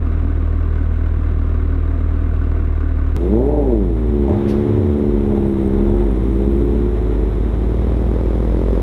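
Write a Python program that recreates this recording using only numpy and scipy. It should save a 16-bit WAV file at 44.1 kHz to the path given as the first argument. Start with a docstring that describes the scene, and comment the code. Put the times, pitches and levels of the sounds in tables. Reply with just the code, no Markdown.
"""A low, lumpy idle with ticking tappets: an inline-four sport motorcycle, heard from the saddle.
The scene cuts abruptly to the bike rolling off at a roundabout, its airbox booming through one throttle blip.
A second four revs and draws alongside, a twin thuds past, and a tanker's air brake spits once
over the traffic. Each engine is a train of firing pulses and gas puffs ringing through its pipe;
the rider's own boom is a few low tones locked to the firing rate."""
import sys
import numpy as np
from scipy import signal
from scipy.fft import rfft, irfft
from scipy.io import wavfile
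from scipy.ndimage import uniform_filter1d

SR = 44100
rng = np.random.default_rng(int(sys.argv[2]) if len(sys.argv) > 2 else 0)


def to_wav(sig):
    """Store sig (one row per channel, or 1-D mono) as 16-bit WAV at the path in sys.argv[1].

    Samples outside -1..1 are clipped; the rate is SR.
    """
    pcm = np.clip(np.atleast_2d(sig), -1, 1) * 32767
    pcm = np.round(pcm).astype(np.int16)
    wavfile.write(sys.argv[1], SR, pcm.T)  # frames by channels


N = 388962
T = np.arange(N) / SR

# the rider's throttle blip: quick up, held, slowly down
BLIP_S, BLIP_RISE_S, BLIP_HOLD_S, BLIP_FALL_S, BLIP_TOP_HZ = 4.39, .085, .23, .37, 110
# tone of a four's pipe on an open throttle: freq_hz, level_db
PIPE_OPEN = [(60, -18), (140, -10.5), (200, -1), (290, 0.5), (360, 3.5), (450, 1.5), (530, -11), (610, -5),
             (690, -21.5), (780, -17.5), (920, -28), (1100, -38), (2000, -56.5), (4000, -60)]
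# gas rasp under throttle: freq_hz, level_db
RASP = [(250, -16), (380, 4), (500, -4), (600, 8.5), (690, -6.5), (790, 2), (950, -8), (1150, -24),
        (2300, -29.5), (4500, -52)]


def own_idle():
    """Low boom, lumpy silencer pulses and valve clatter of the rider's idling four."""
    # idle speed, sagging a little near the end: time_s, firing_hz
    speed = [(0, 39.32), (2.44, 39.16), (2.56, 38.36), (3.16, 37.84)]
    # partials of the boom: multiple of the firing rate, level_db
    orders = [(.5, -46), (1, -19), (1.5, -38), (2, -18), (3, -35), (4, -46.5)]
    # silencer resonances: freq_hz, level_db
    pipe_tone = [(60, -17), (150, -2.5), (200, -5), (236, -2.5), (272, 2.5), (320, -7.5), (380, -4.5),
                 (420, -13), (480, -9.5), (550, -22.5), (680, -24), (800, -39), (4000, -88)]
    # tone of the valve gear: freq_hz, level_db
    valve_tone = [(200, 5), (470, -1.5), (560, 3), (680, 7), (800, -3.5), (1150, 4.5), (1500, -4),
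                  (1750, -5.5), (2400, -10.5), (3000, -18.5), (3950, -19), (4300, -32.5), (7000, -35),
                  (11000, -37.5), (15000, -48)]
    hz, = curves(speed)
    cycles = np.cumsum(hz * (1 + .008 * wander(12))) / SR
    boom = sum(amp(db) * np.sqrt(2) * np.cos(2 * np.pi * k * cycles) for k, db in orders)
    pulses = unit(firings(cycles + .2593, uneven=.16, pattern=[1.15, .85]))
    gas = 1.58 * puffs(cycles + .18, decay=1.0, base=.57)
    silencer = amp(-29.5) * unit(colour(pulses + gas, pipe_tone))
    clatter = puffs(2 * cycles + .073 * wander(30), decay=.16, base=1.1) * amp(1.1 * wander(65))
    valves = amp(-39.5) * unit(colour(clatter, valve_tone))
    return boom * amp(.5 * wander(44)) + silencer + valves + amp(-46.5) * tappets(cycles + .35)


def tappets(cycles):
    """Brief rattles, one a firing, ring the cylinder head."""
    # modes of the head: pitch_hz, level_db, t60_s
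    head_modes = [(1102, -5.5, .05), (1212, 0.5, 0.038), (1421, 3, 0.026), (1501, 0, 0.064),
                  (1740, -9, 0.029), (2090, -10, 0.093), (2645, -12.5, 0.049), (3770, -23, 0.052)]
    t = np.arange(6000) / SR
    rattle = puffs(cycles, decay=.15, base=.15) * amp(2 * wander(25))
    ring = sum(amp(db - 60 * t / t60) * np.sin(2 * np.pi * hz * t) for hz, db, t60 in head_modes)
    return unit(signal.oaconvolve(rattle, ring)[:N])


def own_ride():
    """The airbox booms at the firing rate and its octave, growls on the throttle and burbles off it."""
    # throttle openings: peak_s, rise_s, fall_s, growl_db, boom_lift_db
    openings = [(4.3, 0.036, .07, -21, 4), (4.78, .2, .15, -35, 1.5), (5.36, .12, 0.14, -28, 0.5),
                (5.85, 0.16, .25, -30, 2.5)]
    # throttle shut, the boom sinks and burbles: centre_s, half_length_s, drop_db, burble share
    overruns = [(4.55, 0.21, 7.5, .72), (5.0, 0.061, 10, 0.6), (5.5, 0.3, 4.5, 0.59)]
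    # the airbox's octave against its fundamental: firing_hz, level_db
    octave_balance = [(33, 7), (42, -2.5), (50, -14.5), (56, -11.5), (65, -18.5), (110, -23)]
    # band of the burble: freq_hz, level_db
    burble_tone = [(25, -9), (48, 0), (75, -1.5), (105, 2.5), (140, -4.5), (200, -18), (500, -56.5)]
    boom_db, steady_burble = -16.5, .1
    hz = own_speed()
    growl_gain = sum(amp(db) * swell(s, rise, fall) for s, rise, fall, db, _ in openings)
    lift_db = sum(db * swell(s, rise, fall) for s, rise, fall, _, db in openings)
    drop_db = sum(db * swell(s, half, half) for s, half, db, _ in overruns)
    overrun_burble = sum(part * swell(s, half, half) for s, half, _, part in overruns)
    share = np.clip(steady_burble + overrun_burble, 0, 1)
    cycles = np.cumsum(hz * (1 + .0039 * wander(9.9))) / SR
    octave = amp(np.interp(hz, *np.transpose(octave_balance)))
    boom = np.cos(2 * np.pi * cycles) + octave * np.cos(4 * np.pi * cycles)
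    boom *= np.sqrt(2 / (1 + octave ** 2))  # rms 1
    burble = steady(colour(puffs(cycles, decay=.32, base=.63), burble_tone))
    low_end = np.sqrt(1 - share ** 2) * boom + share * burble
    pulses = steady(firings(cycles, uneven=.59, pattern=[1.2, .8]))
    intake = pulses + 2.1 * puffs(cycles, decay=.27, base=.15)
    growl = 1.33 * unit(colour(intake, PIPE_OPEN)) + .67 * unit(colour(intake, RASP))
    return low_end * amp(boom_db + lift_db - drop_db + .4 * wander(13)) + growl * growl_gain


def own_speed():
    """The rider's firing rate in Hz under way: the blip lifts it from the rolling speed."""
    # rolling speed, lugging as the clutch bites: time_s, firing_hz
    speed = [(3.3, 60.7), (3.7, 53.46), (4.2, 58.35), (5.58, 33.56), (5.87, 44.84), (6.27, 54.64),
             (6.75, 55.8), (7.26, 50.8), (7.88, 57.2), (8.82, 52.26)]
    rolling, = curves(speed)
    return rolling + (BLIP_TOP_HZ - rolling) * swell(BLIP_S, BLIP_RISE_S, BLIP_FALL_S, BLIP_HOLD_S)


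def second_four():
    """Exhaust pulses grow brighter, lumpier and raspier on the rev; ticking swells as it draws level."""
    # rolling speed under the rev: time_s, firing_hz
    speed = [(3.17, 77.5), (4.05, 74.34), (4.34, 68.42), (4.83, 72.88), (5.16, 71.4), (5.64, 65.84),
             (6.02, 71.23), (6.14, 63.7), (6.62, 70.27), (7.7, 76.23)]
    # exhaust fader: time_s, level_db
    fader = [(3.17, -30), (3.23, -20.5), (3.35, -14), (3.53, -18.5), (3.73, -15.5), (3.96, -23.5),
             (4.18, -17.5), (4.75, -17), (6.04, -17), (6.14, -22), (6.5, -18.5), (7.25, -23), (7.4, -31),
             (8.82, -31)]
    # crossfade to its sound from ahead: time_s, share
    pulling_ahead = [(6.0, 0.3), (6.5, 0.54), (7.2, 1)]
    # the cylinders reach the tailpipe unequally: departure from the mean strength
    cylinders = [.4, -.28, .1, -.22]
    # exhaust with the throttle shut: freq_hz, level_db
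    pipe_shut = [(40, -43.5), (70, -3.5), (140, -12), (205, 5.5), (280, -5.5), (350, 2), (425, -5.5),
                 (500, -14.5), (650, -30), (900, -42), (1500, -47), (4000, -80.5)]
    # exhaust once it is ahead, with less boom: freq_hz, level_db
    pipe_ahead = [(60, -21), (140, -18.5), (210, -5.5), (290, -4), (360, -1), (435, -6.5), (510, -34),
                  (900, -30.5), (4000, -68.5)]
    # bright ticking: freq_hz, level_db
    tick_tone = [(4000, -32.5), (7600, -14.5), (8500, 1.5), (9300, -9), (10500, -10.5), (12200, -7.5),
                 (13500, -16), (15500, -21)]
    # thin sizzle under throttle: freq_hz, level_db
    sizzle_tone = [(9300, -34.5), (10500, 0.5), (13000, -25)]
    # chain hiss as the rear wheel slips past: freq_hz, level_db
    chain_tone = [(7000, -22), (10500, -9), (12400, 2), (13500, -7), (15500, -16)]
    rev_top_hz, rolling_throttle = 149, .14
    rolling, = curves(speed)
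    level_db, = curves(fader)
    rev = swell(3.54, rise_s=.217, fall_s=.25)
    hz = rolling + (rev_top_hz - rolling) * rev
    ahead = np.clip(curves(pulling_ahead)[0], 0, 1)
    throttle = np.clip(rolling_throttle * (1 - ahead) + .79 * rev, 0, 1)
    roughness = .19 + .31 * rev + .23 * ahead
    cycles = np.cumsum(hz * (1 + .003014 * wander(27.75))) / SR
    lumps = throttle ** 2 * firings(cycles, uneven=.32, pattern=cylinders)
    pulses = steady(firings(cycles, uneven=.021, pattern=[1.06, .94]) + lumps)
    drive = pulses + roughness * puffs(cycles, decay=.66, base=.15)
    drive = road_echo(drive, gain=.2, delay_s=.009, drift_s=.0012)
    coasting = (1 - ahead) * colour(drive, pipe_shut) + ahead * colour(drive, pipe_ahead)
    pipe = steady((1 - throttle) * coasting + throttle * colour(drive, PIPE_OPEN))
    rasp = .42 * throttle ** 2 * unit(colour(puffs(cycles, decay=.33, base=.26), RASP))
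    ticks = puffs(cycles, decay=.1, base=.15) * amp(2.5 * wander(40))
    alongside = swell(5.65, rise_s=.45, fall_s=.25, hold_s=.9)
    ticking = (amp(-76.5) + amp(-69) * alongside) * unit(colour(ticks, tick_tone))
    sizzle = amp(-66) * throttle * unit(colour(ticks, sizzle_tone))
    chain = amp(-69) * swell(6.56, rise_s=.13, fall_s=.13) * unit(colour(ticks, chain_tone))
    return amp(level_db + .6 * wander(13)) * (pipe + rasp) + ticking + sizzle + chain


def road_echo(x, gain, delay_s, drift_s):
    """A bounce off road and bodywork; as the path changes, the harmonics trade strength."""
    return x + gain * np.interp(T - delay_s - drift_s * wander(1.94), T, x)


def twin():
    """Separate thuds: a dull body from all sides, a sharp bark from behind the pipe, and chain rasp."""
    # it idles, then pulls away: time_s, firing_hz
    speed = [(7.1, 36.2), (8.1, 41.4), (8.46, 41.8), (8.58, 43.2), (8.82, 44)]
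    # faders, the bark rising as the pipe swings toward the listener: time_s, body_db, bark_db
    faders = [(5.9, -44, -60), (6.3, -24.5, -37), (7.4, -24.5, -45), (7.75, -23.5, -28.5),
              (8.82, -22.5, -22)]
    # dull body: freq_hz, level_db
    body_tone = [(40, -23.5), (78, 0), (120, -19.5), (165, -9.5), (205, -4), (260, -11), (400, -9),
                 (800, -55)]
    # bark of the pipe: freq_hz, level_db
    bark_tone = [(80, -21.5), (170, -6.5), (250, -1.5), (340, 0), (420, 2), (520, -2.5), (620, -12.5),
                 (800, -22.5), (1050, -23), (1500, -35), (4000, -61)]
    # chain rasp: freq_hz, level_db
    chain_tone = [(2500, -8.5), (3700, 3), (5300, 1), (7000, -9.5), (9300, -8.5), (10900, -4),
                  (13000, -15.5), (15500, -31)]
    hz, = curves(speed)
    body_db, bark_db = curves(faders)
    cycles = np.cumsum(hz) / SR + .004 * wander(25)
    cycles -= np.interp(8.3315, T, cycles)  # one thud lands on this second
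    pulses = unit(firings(cycles, uneven=.08, pattern=[1.05, .95]))
    drive = pulses + .25 * puffs(cycles, decay=.25, base=.048)
    chain = amp(-37.5) * unit(colour(puffs(cycles, decay=.3, base=1.2), chain_tone))
    body = unit(colour(drive, body_tone))
    bark = unit(colour(drive, bark_tone))
    return amp(body_db) * body + amp(bark_db) * (bark + chain)


def traffic():
    """A bed of tyres, clatter and sizzle; it ducks around the rev, and the wash swells with the blip."""
    # wash of tyres and engine clatter: freq_hz, level_db
    wash_tone = [(30, 1.5), (50, 9), (110, 6.5), (170, -0.5), (400, 4), (600, -5.5), (900, -9.5),
                 (1300, -16.5), (1700, -21), (2050, -20.5), (2800, -29.5), (3750, -28), (4050, -33),
                 (4400, -44), (7000, -46.5), (15000, -70)]
    # chain and valve sizzle: freq_hz, level_db
    sizzle_tone = [(3000, -10), (4600, -9), (5300, -2), (6500, -9), (8000, -5.5), (9300, -5), (10800, -2),
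                   (12000, -4.5), (13200, -12.5), (15500, -29)]
    cycles = np.cumsum(own_speed()) / SR
    clatter = puffs(2 * cycles, decay=.34, base=1.8) * amp(.77 * wander(40))
    wash = unit(colour(clatter, wash_tone))
    sizzle = unit(colour(puffs(cycles, decay=.2, base=2.2), sizzle_tone))
    duck = amp(-5 * swell(3.48, rise_s=.15, fall_s=.62))
    wash_db = -27 + 3.5 * swell(BLIP_S, BLIP_RISE_S, BLIP_FALL_S)
    return duck * (amp(wash_db) * wash + amp(-63.5) * sizzle)


def air_brake(at_s, rise_s):
    """A tanker's brake vents air: a short spit and a faint tail."""
    # hiss of the air: freq_hz, level_db
    hiss_tone = [(800, -11), (2500, 7.5), (4000, 2), (5600, 0), (7000, -12), (9500, -9), (11000, -6.5),
                 (12200, -10), (15500, -25)]
    hiss = unit(colour(rng.standard_normal(N), hiss_tone))
    spit = amp(-43.5) * swell(at_s, rise_s, fall_s=.027)
    tail = amp(-55) * swell(at_s, rise_s, fall_s=.14)
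    return hiss * (spit + tail)


def firings(cycles, uneven, pattern):
    """One pulse a firing; sizes vary by chance and by cylinder."""
    at = np.flatnonzero(np.diff(np.floor(cycles)) > 0)
    train = np.zeros(N)
    train[at] = np.resize(pattern, len(at)) + uneven * rng.standard_normal(len(at))
    return train


def puffs(cycles, decay, base):
    """Noise that flares once a cycle and sinks toward its base; decay is a share of the cycle."""
    return unit((base + np.exp(-(cycles % 1) / decay)) * rng.standard_normal(N))


def colour(x, spectrum, size=8192):
    """Minimum-phase EQ from (freq_hz, level_db) points: it rings after each pulse."""
    hz, db = np.transpose(spectrum)
    f = abs(np.fft.fftfreq(size, 1 / SR))
    top_rolloff = np.maximum(np.log(f / hz[-1] + 1e-9), 0)
    log_gain = np.log(amp(np.interp(np.log(f + 1), np.log(hz), db))) - top_rolloff
    taps = np.fft.ifft(np.exp(np.conj(signal.hilbert(log_gain)))).real[:size // 2]
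    return signal.oaconvolve(x - x.mean(), taps)[:N]


def swell(at_s, rise_s, fall_s, hold_s=0):
    """A rounded rise to 1 at the given moment, a hold, and a rounded fall."""
    rising = np.minimum(T - at_s, 0) / rise_s
    falling = np.maximum(T - at_s - hold_s, 0) / fall_s
    return np.exp(-rising ** 2 - falling ** 2)


def wander(hz):
    """Random drift of rms 1, up to about the given rate."""
    t = T[::32]
    f = np.fft.rfftfreq(len(t), t[1])
    spectrum = rfft(rng.standard_normal(len(t))) * np.exp(-(f / hz) ** 2)
    return np.interp(T, t, unit(irfft(spectrum, len(t))))


def curves(rows):
    """Each column of a timed table, at every sample."""
    s, *columns = np.transpose(rows)
    return [np.interp(T, s, c) for c in columns]


def steady(x):
    """Levels to a running rms of 1."""
    power = uniform_filter1d(uniform_filter1d(x ** 2, size=4000), size=4000)
    return x / np.sqrt(abs(power) + 1e-12)


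def unit(x):
    """Scales to rms 1."""
    return x / np.sqrt(np.mean(x ** 2) + 1e-20)


def amp(db):
    """Decibels to gain."""
    return 10 ** (np.asarray(db) / 20)


def scene():
    """The idle cuts, with a small click, to the moving group."""
    cut_s = 3.165
    after = np.clip((T - cut_s) / .0018, 0, 1)
    click = amp(-14) * (T >= cut_s) * np.exp(-abs(T - cut_s) / .0017)
    moving = own_ride() + second_four() + twin() + traffic() + air_brake(at_s=4.497, rise_s=.018)
    fade_in = np.minimum(T / .006, 1)
    return ((1 - after) * fade_in * own_idle() + after * moving + click)[None]


def record(dry):
    """The microphone sheds the deepest rumble and rounds off the peaks; a steep high cut follows."""
    low_cut_hz, ceiling, high_cut_hz = 14, .72, 15700
    thinned = signal.sosfilt(signal.butter(2, low_cut_hz, "high", fs=SR, output="sos"), dry)
    rounded = thinned / (1 + (thinned / ceiling) ** 10) ** .1
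    high_cut = signal.firwin(511, high_cut_hz, window=("kaiser", 9), fs=SR)
    return signal.oaconvolve(rounded, high_cut[None], "same")


dry = scene()
out = record(dry)
to_wav(out)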